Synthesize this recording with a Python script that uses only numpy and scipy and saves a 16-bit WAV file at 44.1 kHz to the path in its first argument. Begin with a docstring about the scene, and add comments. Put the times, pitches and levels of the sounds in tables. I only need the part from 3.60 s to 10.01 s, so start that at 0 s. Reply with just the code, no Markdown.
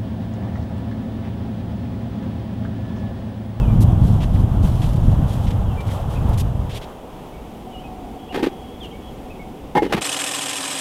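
"""A snowy field in winter. Gusts push on the microphone and make it rumble, while someone walks off
with dragging boots, snow crunches and two bright swishes of clothing. The windy scene fades into a
calm one, with a soft hush and a far road. Small birds whistle and buzz in the hedge, with a short
echo from the trees. Twice the camera is handled: its mount scrapes and knocks, and its body rings."""
import sys
import numpy as np
from scipy import signal
from scipy.fft import rfft, irfft, next_fast_len
from scipy.io import wavfile
from scipy.ndimage import uniform_filter1d

SR = 44100
rng = np.random.default_rng(int(sys.argv[2]) if len(sys.argv) > 2 else 0)


def master(y):
    """Save y as 16-bit WAV."""
    cut = np.clip(np.atleast_2d(y).T, -1, 1)
    pcm = np.round(cut * 32767)  # scale
    wavfile.write(sys.argv[1], SR, pcm.astype(np.int16))


N = 282680
TIME = np.arange(N) / SR

# The tone of rubbing snow and clothing. 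Each row: frequency in Hz, level in dB.
RUB_TONE = [(800, -32), (1800, -3), (2600, 1), (3300, 6), (4400, -1), (6500, -3), (12500, -4.5),
            (15500, -18)]


def undb(db):
    """Turn decibels into a number to multiply by."""
    return 10 ** (np.asarray(db) / 20)


def unit(x):
    """Scale a signal to an average size (rms) of 1."""
    return x / np.sqrt(np.mean(x ** 2) + 1e-18)


def curve(rows):
    """Join rows of (seconds, value) with straight lines."""
    return np.interp(TIME, *np.transpose(rows))


def colour(x, points, tilt_db=0):
    """Give x the tone of (Hz, dB) points, tilted by tilt_db per octave, at an average size of 1."""
    hz, db = np.transpose(points)
    size = next_fast_len(len(x))
    f = np.maximum(np.fft.rfftfreq(size, 1 / SR), 1)
    gain_db = np.interp(np.log(f), np.log(hz), db + tilt_db * np.log2(hz / hz[0]))
    edge_fade = np.minimum(f / hz[0], 1) ** 2 * np.minimum(hz[-1] / f, 1) ** 2
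    return unit(irfft(rfft(x, size) * undb(gain_db) * edge_fade, size)[:len(x)])


def noise(points, size=N):
    """Random noise with the tone of (Hz, dB) points."""
    return colour(rng.standard_normal(size), points)


def wander(rate):
    """A smooth random drift of about 1 either way, with rate new values a second."""
    hold = max(int(SR / rate), 1)
    steps = np.repeat(rng.standard_normal(N // hold + 1), hold)
    return unit(uniform_filter1d(uniform_filter1d(steps, hold), hold)[:N])


def grains(size, rate, spread_db):
    """Random clicks of uneven strength, about rate of them a second."""
    hits = (rng.random(size) < rate / SR) * rng.choice([-1, 1], size)
    return unit(hits * undb(spread_db * np.minimum(rng.exponential(size=size), 4)))


def burst(length, rise, fall):
    """A loudness shape that rises, holds until length, then fades; all in seconds."""
    t = TIME[:int((length + 6 * fall) * SR)]
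    return (1 - np.exp(-t / rise)) * np.exp(-np.maximum(t - length, 0) / fall)


def add(out, start, x):
    """Mix x into out at start seconds."""
    i = int(start * SR)
    x, i = x[max(-i, 0):], max(i, 0)
    out[i:i + len(x)] += x[:max(N - i, 0)]


def air(calm_scene):
    """A breeze in far trees for the windy scene, and a soft hush that is louder in the calm one."""
    # The tones of the breeze and of still air. Each row: frequency in Hz, level in dB.
    breeze_tone = [(100, -30), (300, -1.5), (600, 5), (800, 4.5), (1100, -2), (1600, -13), (2300, -22),
                   (3200, -15), (4300, -28.5), (8000, -30), (15500, -32)]
    hush_tone = [(20, 1), (64, 2), (100, -5), (225, -2), (330, -4.5), (480, -6), (620, -11), (800, -11),
                 (1100, -18.5), (1600, -28), (2400, -27), (3250, -26.5), (4200, -36), (7000, -38.5),
                 (15500, -41)]
    # How loud the breeze is. 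Each row: time in seconds, level in dB.
    breeze_levels = [(0, -33), (.6, -36), (1.3, -35), (2.1, -34), (2.7, -33), (3.0, -38.5), (3.3, -40),
                     (3.7, -45), (4.2, -63), (6.41, -56)]
    breeze = noise(breeze_tone) * undb(curve(breeze_levels) + wander(24.96))
    hush = noise(hush_tone) * undb(-40 + 5 * calm_scene + .5 * wander(8))
    return breeze + hush


def far_road(whine_hz=745, drone_hz=232):
    """Tyres whine over a low drone; each is a narrow band of noise."""
    # How loud the road is. Each row: time in seconds, level in dB.
    road_levels = [(3.6, -53.5), (4.3, -37.5), (4.9, -42.5), (5.4, -52.5), (5.9, -44), (6.41, -71)]
    whine = signal.lfilter(*signal.iirpeak(whine_hz, 22, fs=SR), noise([(680, 0), (820, 0)]))
    drone = signal.lfilter(*signal.iirpeak(drone_hz, 6, fs=SR), noise([(200, 0), (280, 0)]))
    return (unit(whine) + unit(drone) * undb(-1)) * undb(curve(road_levels))


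def whistle(hz, db, quaver_hz=30):
    """One soft-edged bird note that follows a slightly shaky pitch."""
    hz = hz + quaver_hz * wander(230)[:len(hz)]
    tone = np.sqrt(2) * np.sin(2 * np.pi * np.cumsum(hz) / SR)
    return tone * signal.windows.tukey(len(hz), .65) * undb(db)


def birds(chip_drop=0.213, pip_s=0.054, upper_hz=3300, lower_hz=3030):
    """Small birds sing swoops, chips, pips and thin two-toned buzzes."""
    # Falling whistles that turn upward if they last. Each row: start, length and time to the turn
    # in seconds, first pitch and pitch at the turn in Hz, level in dB.
    swoops = [(-.03, 0.095, 0.12, 3100, 2390, -51), (2.043, 0.11, .14, 3650, 2460, -53),
              (4.102, 0.13, 0.061, 3380, 2833, -47.5), (5.194, 0.078, .15, 3760, 2260, -39.5),
              (6.233, .092, 0.1, 3450, 2790, -50)]
    # Notes that arch up and down. Each row: start and length in seconds, top pitch in Hz, level in dB.
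    chips = [(.048, .019, 3050, -47), (2.543, .054, 2610, -48), (4.684, 0.05, 2940, -45),
             (5.309, 0.0205, 3260, -45), (5.69, 0.049, 2600, -48.5)]
    # Notes on one pitch. Each row: start in seconds, pitch in Hz, level in dB.
    pips = [(.066, 2385, -48.5), (2.163, 2350, -45), (3.725, 2250, -53.5), (4.23, 2530, -51),
            (5.32, 2235, -50.5), (5.785, 2195, -46)]
    # Buzzes. Each row: start and length in seconds, level in dB.
    buzzes = [(4.58, .13, -55.5), (4.87, 0.34, -55.5), (5.416, 0.099, -51.5)]
    out = np.zeros(N)
    for start, length, turn, first_hz, low_hz, db in swoops:
        swoop = (1 - TIME[:int(length * SR)] / turn) ** 2
        add(out, start, whistle(low_hz + (first_hz - low_hz) * swoop, db))
    for start, length, top_hz, db in chips:
        arch = 1 - chip_drop * np.linspace(-1, 1, int(length * SR)) ** 2
        add(out, start, whistle(top_hz * arch, db))
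    for start, hz, db in pips:
        add(out, start, whistle(np.full(int(pip_s * SR), hz), db))
    upper = np.sin(2 * np.pi * np.cumsum(upper_hz + 24 * wander(300)) / SR)
    lower = np.sin(2 * np.pi * np.cumsum(lower_hz + 24 * wander(300)) / SR)
    buzz = unit(upper + .55 * lower)
    for start, length, db in buzzes:
        shape = signal.windows.tukey(int(length * SR), 0.21)
        add(out, start, buzz[int(start * SR):][:len(shape)] * shape * undb(db))
    return out


def tree_echo(song, echo_db=-4, fade_s=.28):
    """Trees scatter the song, adding an echo that drops 60 dB in fade_s."""
    t = TIME[:SR // 2]
    scatter = rng.standard_normal(len(t)) * np.exp(-np.log(1000) * t / fade_s)
    return song + undb(echo_db) * signal.fftconvolve(song, scatter / np.linalg.norm(scatter))[:N]


def crunch_or_swish(length, db, tilt_db, growth_db=1.5):
    """A growing burst of tiny clicks: a crunch of snow or a swish of clothing."""
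    shape = burst(length, rise=0.0011, fall=0.0064)
    growth = undb(growth_db * (np.minimum(TIME[:len(shape)] / length, 1) - .5))
    return colour(grains(len(shape), 6000, 1.5), RUB_TONE, tilt_db) * shape * growth * undb(db)


def footsteps(settle_s=0.066, crumbs_per_s=5):
    """Snow grains rub as the boots drag, then settle; now and then snow crunches or clothing swishes."""
    # Boots dragging. Each row: start, rise time and length of the push in seconds, level in dB.
    strides = [(.39, .08, 0.094, -42.5), (.607, .005, 0.045, -51), (.70, 0.016, 0.1, -52),
               (1.025, 0.0039, 0.069, -43.5), (1.13, 0.017, .21, -48), (1.39, 0.011, 0.13, -52.5),
               (1.668, 0.0076, 0.074, -46), (1.77, 0.014, 0.15, -53), (2.24, 0.054, 0.072, -43),
               (2.48, 0.021, 0.061, -48)]
    # Snow crunches and two bright swishes of clothing (at 0.205 and 2.774 seconds).
    # Each row: start and length in seconds, level in dB, tone tilt in dB per octave.
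    crunches_and_swishes = [(0.205, 0.029, -38.5, 3.5), (0.603, 0.041, -40.5, -8.5),
                            (0.753, 0.011, -43, -17), (1.216, 0.03, -39, -5.5), (1.866, 0.023, -42.5, -7),
                            (1.905, 0.0082, -39.5, -5), (2.203, .0095, -44, -4.5),
                            (2.282, 0.037, -43.5, -12), (2.689, 0.0079, -47, 4), (2.729, 0.016, -43, -1.5),
                            (2.774, 0.039, -36.5, 0), (3.092, 0.088, -41.5, -6),
                            (3.146, 0.034, -39.5, -2.5), (3.213, 0.033, -43, -6.5), (5.227, .03, -49, -3.5)]
    drag_power = np.zeros(N)
    for start, rise, length, db in strides:
        add(drag_power, start, (burst(length, rise, settle_s) * undb(db)) ** 2)
    rubbing = colour(grains(N, 5000, 0.91), RUB_TONE, tilt_db=-0.3)
    out = rubbing * np.sqrt(drag_power) * undb(2 * wander(90))
    for start, length, db, tilt_db in crunches_and_swishes:
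        add(out, start, crunch_or_swish(length, db, tilt_db))
    for start, _, length, _ in strides:  # each stride may also crunch one small crumb of snow
        chance, when, size = rng.random(3)
        crumb = crunch_or_swish(0.0098 * (.5 + size), db=-49.5, tilt_db=-3)
        add(out, start + when * length, crumb * (chance < crumbs_per_s * length))
    return out


def body_ring(favoured_hz, focus_db):
    """The camera rings after one push; its notes lose focus_db per octave away from favoured_hz."""
    # Notes of the body and mount. Each row: pitch in Hz, width in Hz (wider dies sooner), level in dB.
    notes = [(201, 67, -9), (302, 41, -5.5), (368, 61, 1), (439, 120, 4.5), (837.4, 29.3, -5.5),
             (940, 61, -3.5), (1360, 110, -23), (1600, 57, -22), (1800, 70, -34), (1840, 40, -14),
             (1870, 61, -10), (2138, 39, -6.5), (3130, 160, -34), (3530, 73, -22)]
    t = TIME[:SR // 8]
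    ring = np.zeros(len(t))
    for hz, width, db in notes:
        gain = undb(db - focus_db * abs(np.log2(hz / favoured_hz)))
        ring += gain * np.sin(2 * np.pi * hz * t) * np.exp(-np.pi * width * t)
    return ring


def camera_handling(tick_db=-23, lowest_hz=120):
    """The mount scrapes in short runs of tiny catches and knocks as it slides into place."""
    # Knocks on the body. Each row: start in seconds, strength in dB, favoured pitch in Hz.
    knocks = [(4.775, -10.5, 413), (4.828, -10, 302), (4.840, -7, 330), (4.869, -5.5, 363),
              (6.154, -10, 840), (6.168, -5, 435), (6.174, -6, 835), (6.2209, -7, 372), (6.230, -5, 370),
              (6.264, -13, 516), (6.345, -7, 197)]
    # The mount sticking and slipping. Each row: start and length in seconds, ring level in dB,
    # favoured pitch in Hz, rasp level in dB.
    scrapes = [(4.724, 0.013, -37, 600, -34), (4.741, .02, -24.5, 513, -25.5), (4.77, 0.032, -24, 300, -30),
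               (4.825, 0.02, -22.5, 420, -24), (4.86, .0047, -27, 400, -28.5), (6.15, 0.032, -16, 810, -22),
               (6.222, .04, -23, 463, -31), (6.294, 0.028, -29, 600, -35), (6.323, 0.013, -27, 900, -15.5),
               (6.363, 0.021, -25, 250, -25.5)]
    # The dry rasp of parts touching. Each row: frequency in Hz, level in dB.
    rasp_tone = [(150, -16), (350, 4), (800, 3.5), (1200, 0), (1650, -3), (2400, -3), (3500, -7),
                 (4800, -15), (7000, -22.5), (11000, -25.5), (15500, -31)]
    out = np.zeros(N)
    for start, db, favoured_hz in knocks:
        ring = body_ring(favoured_hz, focus_db=23.5)
        ring *= 1 - np.exp(-TIME[:len(ring)] / 0.0018)  # soft contact
        add(out, start, ring / np.abs(ring).max() * undb(db))
        contact = burst(0.0023, rise=0.00033, fall=0.0062)
        add(out, start, noise(rasp_tone, len(contact)) * contact * undb(db + tick_db))
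    for start, length, ring_db, favoured_hz, rasp_db in scrapes:
        shape = burst(length, rise=0.0015, fall=0.013)
        slips = grains(len(shape), 7000, 5.0)
        ring = signal.fftconvolve(slips * shape, body_ring(favoured_hz, focus_db=4))
        ring *= np.sqrt(np.sum(shape ** 2) / np.sum(ring ** 2))  # as much energy as the shape
        add(out, start, ring * undb(ring_db))
        add(out, start, colour(slips, rasp_tone) * shape * undb(rasp_db))
    # the handling sounds carry no deep bass
    return signal.sosfilt(signal.butter(2, lowest_hz, "high", fs=SR, output="sos"), out)


def wind_on_microphone():
    """Big swirls of air shove the microphone; small ones flutter on top, over a deep rumble."""
    # The gusts. Each row: time in seconds, strength in dB.
    gusts = [(0.03, -14.5), (0.25, -9), (0.36, -14), (0.45, -10), (0.47, -19), (0.5, -12), (0.61, -16),
             (0.84, -10.5), (0.89, -15), (1.06, -10), (1.09, -15), (1.43, -15.5), (1.48, -8.5), (1.57, -18),
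             (1.6, -11), (1.7, -21.5), (1.96, -14.5), (2.04, -18), (2.08, -16), (2.24, -26.5), (2.27, -17),
             (2.39, -26.5), (2.48, -20), (2.52, -25), (2.61, -14.5), (3.03, -22.5), (3.3, -33.5)]
    # The tones of the big and the small swirls. Each row: frequency in Hz, level in dB.
    shove_tone = [(20, -9), (40, 1.5), (70, -2), (95, 1.5), (120, 1.5), (160, -7), (210, -14), (300, -29.5),
                  (600, -48)]
    flutter_tone = [(130, -9), (185, 0.5), (235, -5.5), (300, -11.5), (450, -26.5), (900, -42)]
    gust_db = curve(gusts) + wander(14)
    pressure = noise(shove_tone)
    pressure /= np.sqrt(uniform_filter1d(pressure ** 2, int(.06 * SR)))  # even out its loudness
    shoves = pressure * undb(gust_db - 1)
    crests = unit(2.1 + np.abs(pressure))  # flutter is strongest at the top of each shove
    flutter = noise(flutter_tone) * crests * undb(-9 + 1.238 * gust_db + 1.5 * wander(39.27))
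    rumble = noise([(25, 0), (60, 0)]) * undb(-17 + 0.56 * gust_db)  # eases less between gusts
    fade_out = np.interp(TIME, [3.1, 3.28], [1, 0])
    return (shoves + flutter + rumble) * fade_out


def scene():
    """All the sounds in one channel; the windy scene fades into the calm one."""
    calm_scene = np.interp(TIME, [2.4, 3.6], [0, 1])
    outdoors = wind_on_microphone() + air(calm_scene) + far_road() * calm_scene
    return (outdoors + footsteps() + tree_echo(birds()) + camera_handling())[None]


def record(dry, top_hz=15750):
    """The camera rounds off the biggest peaks and cuts the highest treble."""
    rounded = dry / (1 + dry ** 6) ** (1 / 6)
    return signal.sosfilt(signal.ellip(10, .2, 80, top_hz, fs=SR, output="sos"), rounded)


dry = scene()
out = record(dry)
master(out)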